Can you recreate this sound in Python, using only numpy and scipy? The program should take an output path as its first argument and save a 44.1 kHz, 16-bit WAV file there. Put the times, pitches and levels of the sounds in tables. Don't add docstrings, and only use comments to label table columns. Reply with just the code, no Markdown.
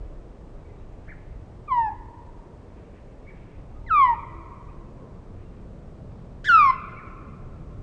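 import sys
import numpy as np
from scipy import signal
from scipy.fft import rfft, irfft
from scipy.io import wavfile
from scipy.ndimage import uniform_filter1d

SR = 44100
rng = np.random.default_rng(int(sys.argv[2]) if len(sys.argv) > 2 else 0)


def dump_mix(stems):
    frames = np.atleast_2d(stems).T
    limited = np.clip(frames, -1, 1)
    pcm = np.round(limited * 32767).astype(np.int16)
    wavfile.write(sys.argv[1], SR, pcm)


def volts_from_db(level):
    exponent = np.asarray(level, float) / 20
    return 10 ** exponent


N = 344862
t = np.arange(N) / SR


def band(x, lo_hz, hi_hz):
    return signal.sosfilt(signal.butter(2, [lo_hz, hi_hz], "band", fs=SR, output="sos"), x)


def steep_band(x, lo_hz, hi_hz):
    return band(band(x, lo_hz, hi_hz), lo_hz, hi_hz)


def unit(x):
    return x / np.sqrt(np.mean(x ** 2))


def smooth_twice(x, size):
    return uniform_filter1d(uniform_filter1d(x, size), size)


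def colour(table, hz):
    f, db = np.transpose(table)
    return np.interp(np.log(hz), np.log(f), db)


def walk(rate):
    hold = int(SR / rate)
    steps = np.repeat(rng.standard_normal(N // hold + 1), hold)
    return unit(smooth_twice(steps, hold)[:N])


def decay(s, t60):
    return np.exp(-np.log(1000) * s / t60)


def flutter():
    start, end, flutter_hz = 6.443, 6.482, 235
    rough = np.interp(t, [start, start + 0.00056, end - .015, end], [0, 1, 1, 0])
    cycles = np.cumsum(flutter_hz * (1 + .1 * walk(200))) / SR
    return rough, rough * (np.sin(2 * np.pi * cycles) + .3 * walk(700))


# f/Hz, level/dB
BEAK_COLOUR = [(1750, 5.5), (2050, -1), (2350, 8), (2850, -5.5), (3300, -2), (3720, -0.5), (4350, 0),
               (5000, 0)]
# f/Hz, level/dB
THROAT_COLOUR = [(4200, 1), (4700, 13), (5200, 10.5), (6000, -8.5), (6500, -4.5), (7000, -2), (7800, -5),
                 (8500, 1.5), (9200, -1), (9700, -16.5)]
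# second to fourth partial at edge 0, level/dB
LOWER_PARTIALS_DB = [(-46, -57, -70.5), (-38.5, -50.5, -67), (-32, -47, -53)]
# fifth to ninth partial at full voice, level/dB
HIGHER_PARTIALS_DB = [(-87.5, -81.5, -88.5, -97, -100), (-80, -87.5, -79.5, -85.5, -96),
                      (-58, -65.5, -71.5, -79, -87)]


def partial_levels(which, on, hz, voice_db, edge_db, rough, eddies):
    growth = .65, 1.0, .5
    rasp_bright_db = -10, -3, -7
    soft_db, soft_loss = 12, (0, 0, 1.5)
    unsteady_db = 1.5
    knee_db = (-59.5, -58.5, -50)[which]
    rasp_dull_db = 6

    softness_db = np.minimum(voice_db - voice_db.max() + soft_db, 0) * (1 - rough[on])
    levels = [voice_db]
    lower = zip(LOWER_PARTIALS_DB[which], growth, rasp_bright_db, soft_loss)
    for k, (top_db, grow, bright_db, loss) in enumerate(lower, start=2):
        voiced_db = top_db + grow * edge_db + colour(BEAK_COLOUR, k * hz)
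        shaken_db = unsteady_db * np.roll(eddies, k * SR)[on]
        levels.append(voiced_db + bright_db * rough[on] + loss * softness_db + shaken_db)
    fade_db = np.minimum(levels[2] - knee_db, 0)
    for k, top_db in enumerate(HIGHER_PARTIALS_DB[which], start=5):
        dull_db = rasp_dull_db * (k - 4) * rough[on]
        levels.append(top_db + fade_db - dull_db + colour(THROAT_COLOUR, k * hz) + 2.5 * walk(30)[on])
    return levels


# t/s, f/Hz, voice level/dB, edge level/dB (how hard the membranes close)
FALLING_WHISTLES = [
    [(1.674, 1237, -63.5, -36.5), (1.684, 1209, -35, -16), (1.7, 1134, -33.5, -11.5),
     (1.722, 1023, -18, 10), (1.75, 981, -24, 5.5), (1.79, 939, -17.5, 1), (1.83, 900, -23.5, -0.5),
     (1.885, 841, -27.5, -6.5), (1.903, 787, -27, -19)],
    [(3.864, 2120, -51, -53), (3.88, 1940, -47, -35.5), (3.898, 1554, -38, -29), (3.912, 1335, -18.5, -7.5),
     (3.96, 1202, -16.5, 0.5), (4.04, 1041, -12.5, 7), (4.072, 976, -23.5, 3.5), (4.095, 957.4, -17, -4),
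     (4.152, 889, -26.5, -26)],
    [(6.497, 1467, -13, 5.5), (6.526, 1368, -15, -1), (6.548, 1333, -9.5, 6.5), (6.575, 1277, -13.5, -3.5),
     (6.6, 1222, -13, 5), (6.64, 1131, -15, -3.5), (6.685, 1049, -16.5, -4), (6.705, 1033, -15.5, -1),
     (6.722, 1000, -25, -13)],
]
# t/s, f/Hz, voice level/dB, edge level/dB
RASP_ONSET = [
    (6.443, 1480, -43, -5),
    (6.451, 1620, -34, -1),
    (6.463, 1740, -31, -4),
    (6.481, 1750, -24.5, -3),
    (6.492, 1500, -17, 4),
]
# throat ring level/dB, wide noise level/dB, both under the first partial
BREATH_LEVELS = [(-58, -70), (-58, -66), (-52, -53)]


def osprey():
    depth, bend = .4, .1
    attack_s, release_s = .0014, .016
    rasp_air_db = -52
    out = np.zeros(N)
    rough, rasp = flutter()
    waver = 0.0012 * walk(90)
    air = rng.standard_normal(N)
    ring, wide = unit(band(air, 4760, 5200)), unit(steep_band(air, 1800, 5900))
    eddies = unit(smooth_twice(air, SR // 40))
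    calls = FALLING_WHISTLES[0], FALLING_WHISTLES[1], [*RASP_ONSET, *FALLING_WHISTLES[2]]
    for which, (call, (ring_db, wide_db)) in enumerate(zip(calls, BREATH_LEVELS)):
        s, *columns = np.transpose(call)
        on = slice(int(s[0] * SR), int(s[-1] * SR))
        hz, voice_db, edge_db = (uniform_filter1d(np.interp(t[on], s, c), 250) for c in columns)
        phase = 2 * np.pi * np.cumsum(hz * (1 + bend * rasp[on] + waver[on])) / SR
        opening, closing = (t[on] - s[0]) / attack_s, (s[-1] - t[on]) / release_s
        gate = np.clip(np.minimum(opening, closing), 0, 1) * (1 + depth * rasp[on])
        breath = volts_from_db(ring_db) * ring[on] + volts_from_db(wide_db) * wide[on]
        out[on] += gate * volts_from_db(voice_db) * breath
        levels = partial_levels(which, on, hz, voice_db, edge_db, rough, eddies)
        for k, level_db in enumerate(levels, start=1):
            partial = np.sin(k * phase + rng.uniform(0, 2 * np.pi))
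            out[on] += np.sqrt(2) * volts_from_db(level_db) * gate * partial
    bursts = unit(band(band(air, 1700, 9000), 1700, 6000))
    return out + volts_from_db(rasp_air_db) * rough * (1 + depth * rasp) * bursts


# f/Hz, t60/s, level/dB
WOODS_TAIL = [(870, 2.4, -24), (1290, 2.17, -23.5), (2280, 1.88, -18), (3800, 1.4, -21.5),
              (6500, .7, -31.5)]


def woods():
    branch_t60_s, branch_rise_s, branch_db = .22, .04, -18
    trunk_s, trunk_db = .027, -20
    edge_s, edge_wide_s, edge_db = .225, .024, -40
    clump_db = 1.8
    s = t[:2 * SR]
    noise = unit(band(rng.standard_normal(len(s)), 300, 5000))
    bright = unit(band(noise, 1800, 5000))
    near = decay(s, branch_t60_s) * np.clip(s / branch_rise_s, 0, 1) ** 2
    edge = np.exp(-.5 * ((s - edge_s) / edge_wide_s) ** 2)
    out = volts_from_db(branch_db) * noise * near / np.linalg.norm(near)
    out += volts_from_db(edge_db) * (noise + bright) * edge / np.linalg.norm(edge)
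    out[int(trunk_s * SR)] += volts_from_db(trunk_db)
    clumps = volts_from_db(clump_db * walk(45)[:len(s)])
    for hz, t60, db in WOODS_TAIL:
        fade = clumps * decay(s, t60) * np.clip(s / 0.061, 0, 1)
        scatter = band(rng.standard_normal(len(s)), hz / 1.33, hz * 1.215)
        out += volts_from_db(db) * scatter * fade / np.linalg.norm(fade)
    return out


# t/s, length/s, top f/Hz, level/dB
HOOK_NOTES = [
    (3.267, 0.045, 2300, -55),
    (4.68, 0.038, 2540, -67.5),
    (6.957, 0.048, 2314, -50.5),
    (7.053, .04, 2320, -56),
]
# t/s, length/s, top f/Hz, level/dB
ARCH_NOTES = [
    (1.071, 0.055, 2390, -54.5),
    (1.079, .051, 2118, -48.5),
    (3.257, 0.08, 2390, -63.5),
]
# t/s, length/s, top f/Hz, level/dB
PEEP_NOTES = [(.645, .028, 2300, -70), (.685, .035, 2080, -67), (.712, .045, 2350, -74),
              (.782, .011, 3860, -75), (3.214, .05, 2720, -74), (3.23, .14, 2330, -69),
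              (3.735, .075, 1250, -67), (3.826, .075, 930, -60), (4.283, .17, 335, -56),
              (4.857, .03, 2650, -74), (5.442, .04, 2780, -75.5)]


def chips():
    out = np.zeros(N)
    kinds = (HOOK_NOTES, (.88, .67)), (ARCH_NOTES, (.62, .6)), (PEEP_NOTES, (.93, .94))
    for notes, (rise, fall) in kinds:
        for s, length, top_hz, db in notes:
            u = np.linspace(0, 1, int(length * SR))
            dip = 1 - np.where(u < .5, rise, fall)
            hz = top_hz * (1 - dip * np.abs(2 * u - 1) ** 1.4)
            tone = np.sin(2 * np.pi * np.cumsum(hz) / SR)
            i = int(s * SR)
            out[i:i + len(u)] += np.sqrt(2) * volts_from_db(db) * np.sin(np.pi * u) ** .5 * tone
    return out


def leaves(x):
    s = t[:SR // 5]
    blur = rng.standard_normal(len(s)) * decay(s, .12)
    return x + volts_from_db(-3) * signal.fftconvolve(x, blur / np.linalg.norm(blur))[:N]


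# t/s, length/s, level/dB
CHATTER_BOUTS = [
    (0, .05, -73),
    (.7, 0.59, -71),
    (2.8, 0.25, -68.5),
    (3.35, .15, -65.5),
    (5.4, 0.13, -71),
]


def chatter():
    rise_db_per_s, fall_db_per_s, rest_db = 76, 45, -83
    noise = unit(steep_band(rng.standard_normal(N), 1400, 2900))
    level_db = np.full(N, float(rest_db))
    for s, length, db in CHATTER_BOUTS:
        before, after = np.maximum(s - t, 0), np.maximum(t - s - length, 0)
        level_db = np.maximum(level_db, db - rise_db_per_s * before - fall_db_per_s * after)
    return noise * volts_from_db(level_db + 2.5 * walk(20))


# f/Hz, level/dB per Hz
HUM_SPECTRUM = [(12, -34.5), (20, 4), (64, -6.5), (102, -8), (190, -14), (252, -18), (456, -20),
                (493, -22.5), (576, -22), (806, -29.5), (1190, -33.5), (1320, -37.5), (2860, -49.5),
                (8260, -59), (9640, -64), (12500, -94.5), (21200, -120)]
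# t/s, level/dB
WIND_LEVEL = [
    (0, -42),
    (.3, -52),
    (1, -48),
    (2.4, -51),
    (3.4, -51),
    (3.9, -46),
    (5.2, -49.5),
    (6.5, -48.5),
    (7.1, -49.5),
    (7.82, -46.5),
]


def wind_and_traffic():
    approach_db_per_s = .02, 0.49, 2, 0.12
    wind_share = 1., 0.61, .1, 0.02
    gust_db = 0.93, 1.6, 1.2, 0.13
    nearer = np.maximum(t - 4.05, 0)
    wind_db = np.interp(t, *np.transpose(WIND_LEVEL))
    swells = [rate * nearer + share * wind_db + gust * walk(2.5)
              for rate, share, gust in zip(approach_db_per_s, wind_share, gust_db)]
    swells.append(np.zeros(N))
    hz = np.maximum(np.arange(N // 2 + 1) * SR / N, 5)
    spectrum = rfft(rng.standard_normal(N)) * volts_from_db(colour(HUM_SPECTRUM, hz))
    scale = volts_from_db(-40) / np.std(irfft(spectrum, N))
    out = np.zeros(N)
    for centre in 14 * 2 ** np.arange(0, 10, .5):
        share = np.cos(np.pi / 2 * np.clip(2 * np.log2(hz / centre), -1, 1)) ** 2
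        swell_db = swells[np.searchsorted([60, 120, 240, 1700], centre)]
        flicker_db = (.8 if centre < 1700 else .3) * walk(5)
        out += scale * irfft(spectrum * share, N) * volts_from_db(swell_db - swell_db.mean() + flicker_db)
    return out


def scene():
    bird, far = osprey(), leaves(chips())
    echoes = signal.fftconvolve(bird + volts_from_db(3.5) * far, woods())[:N]
    return (bird + far + echoes + chatter() + wind_and_traffic())[None]


def low_pass(x):
    return signal.sosfilt(signal.butter(12, 9790, fs=SR, output="sos"), x)


def record(dry):
    heard = signal.sosfilt(signal.butter(2, 24.3, "high", fs=SR, output="sos"), dry)
    mix = signal.sosfilt(signal.ellip(10, .2, 70, 9750, fs=SR, output="sos"), heard)
    return low_pass(mix)


dry = scene()
out = record(dry)
dump_mix(out)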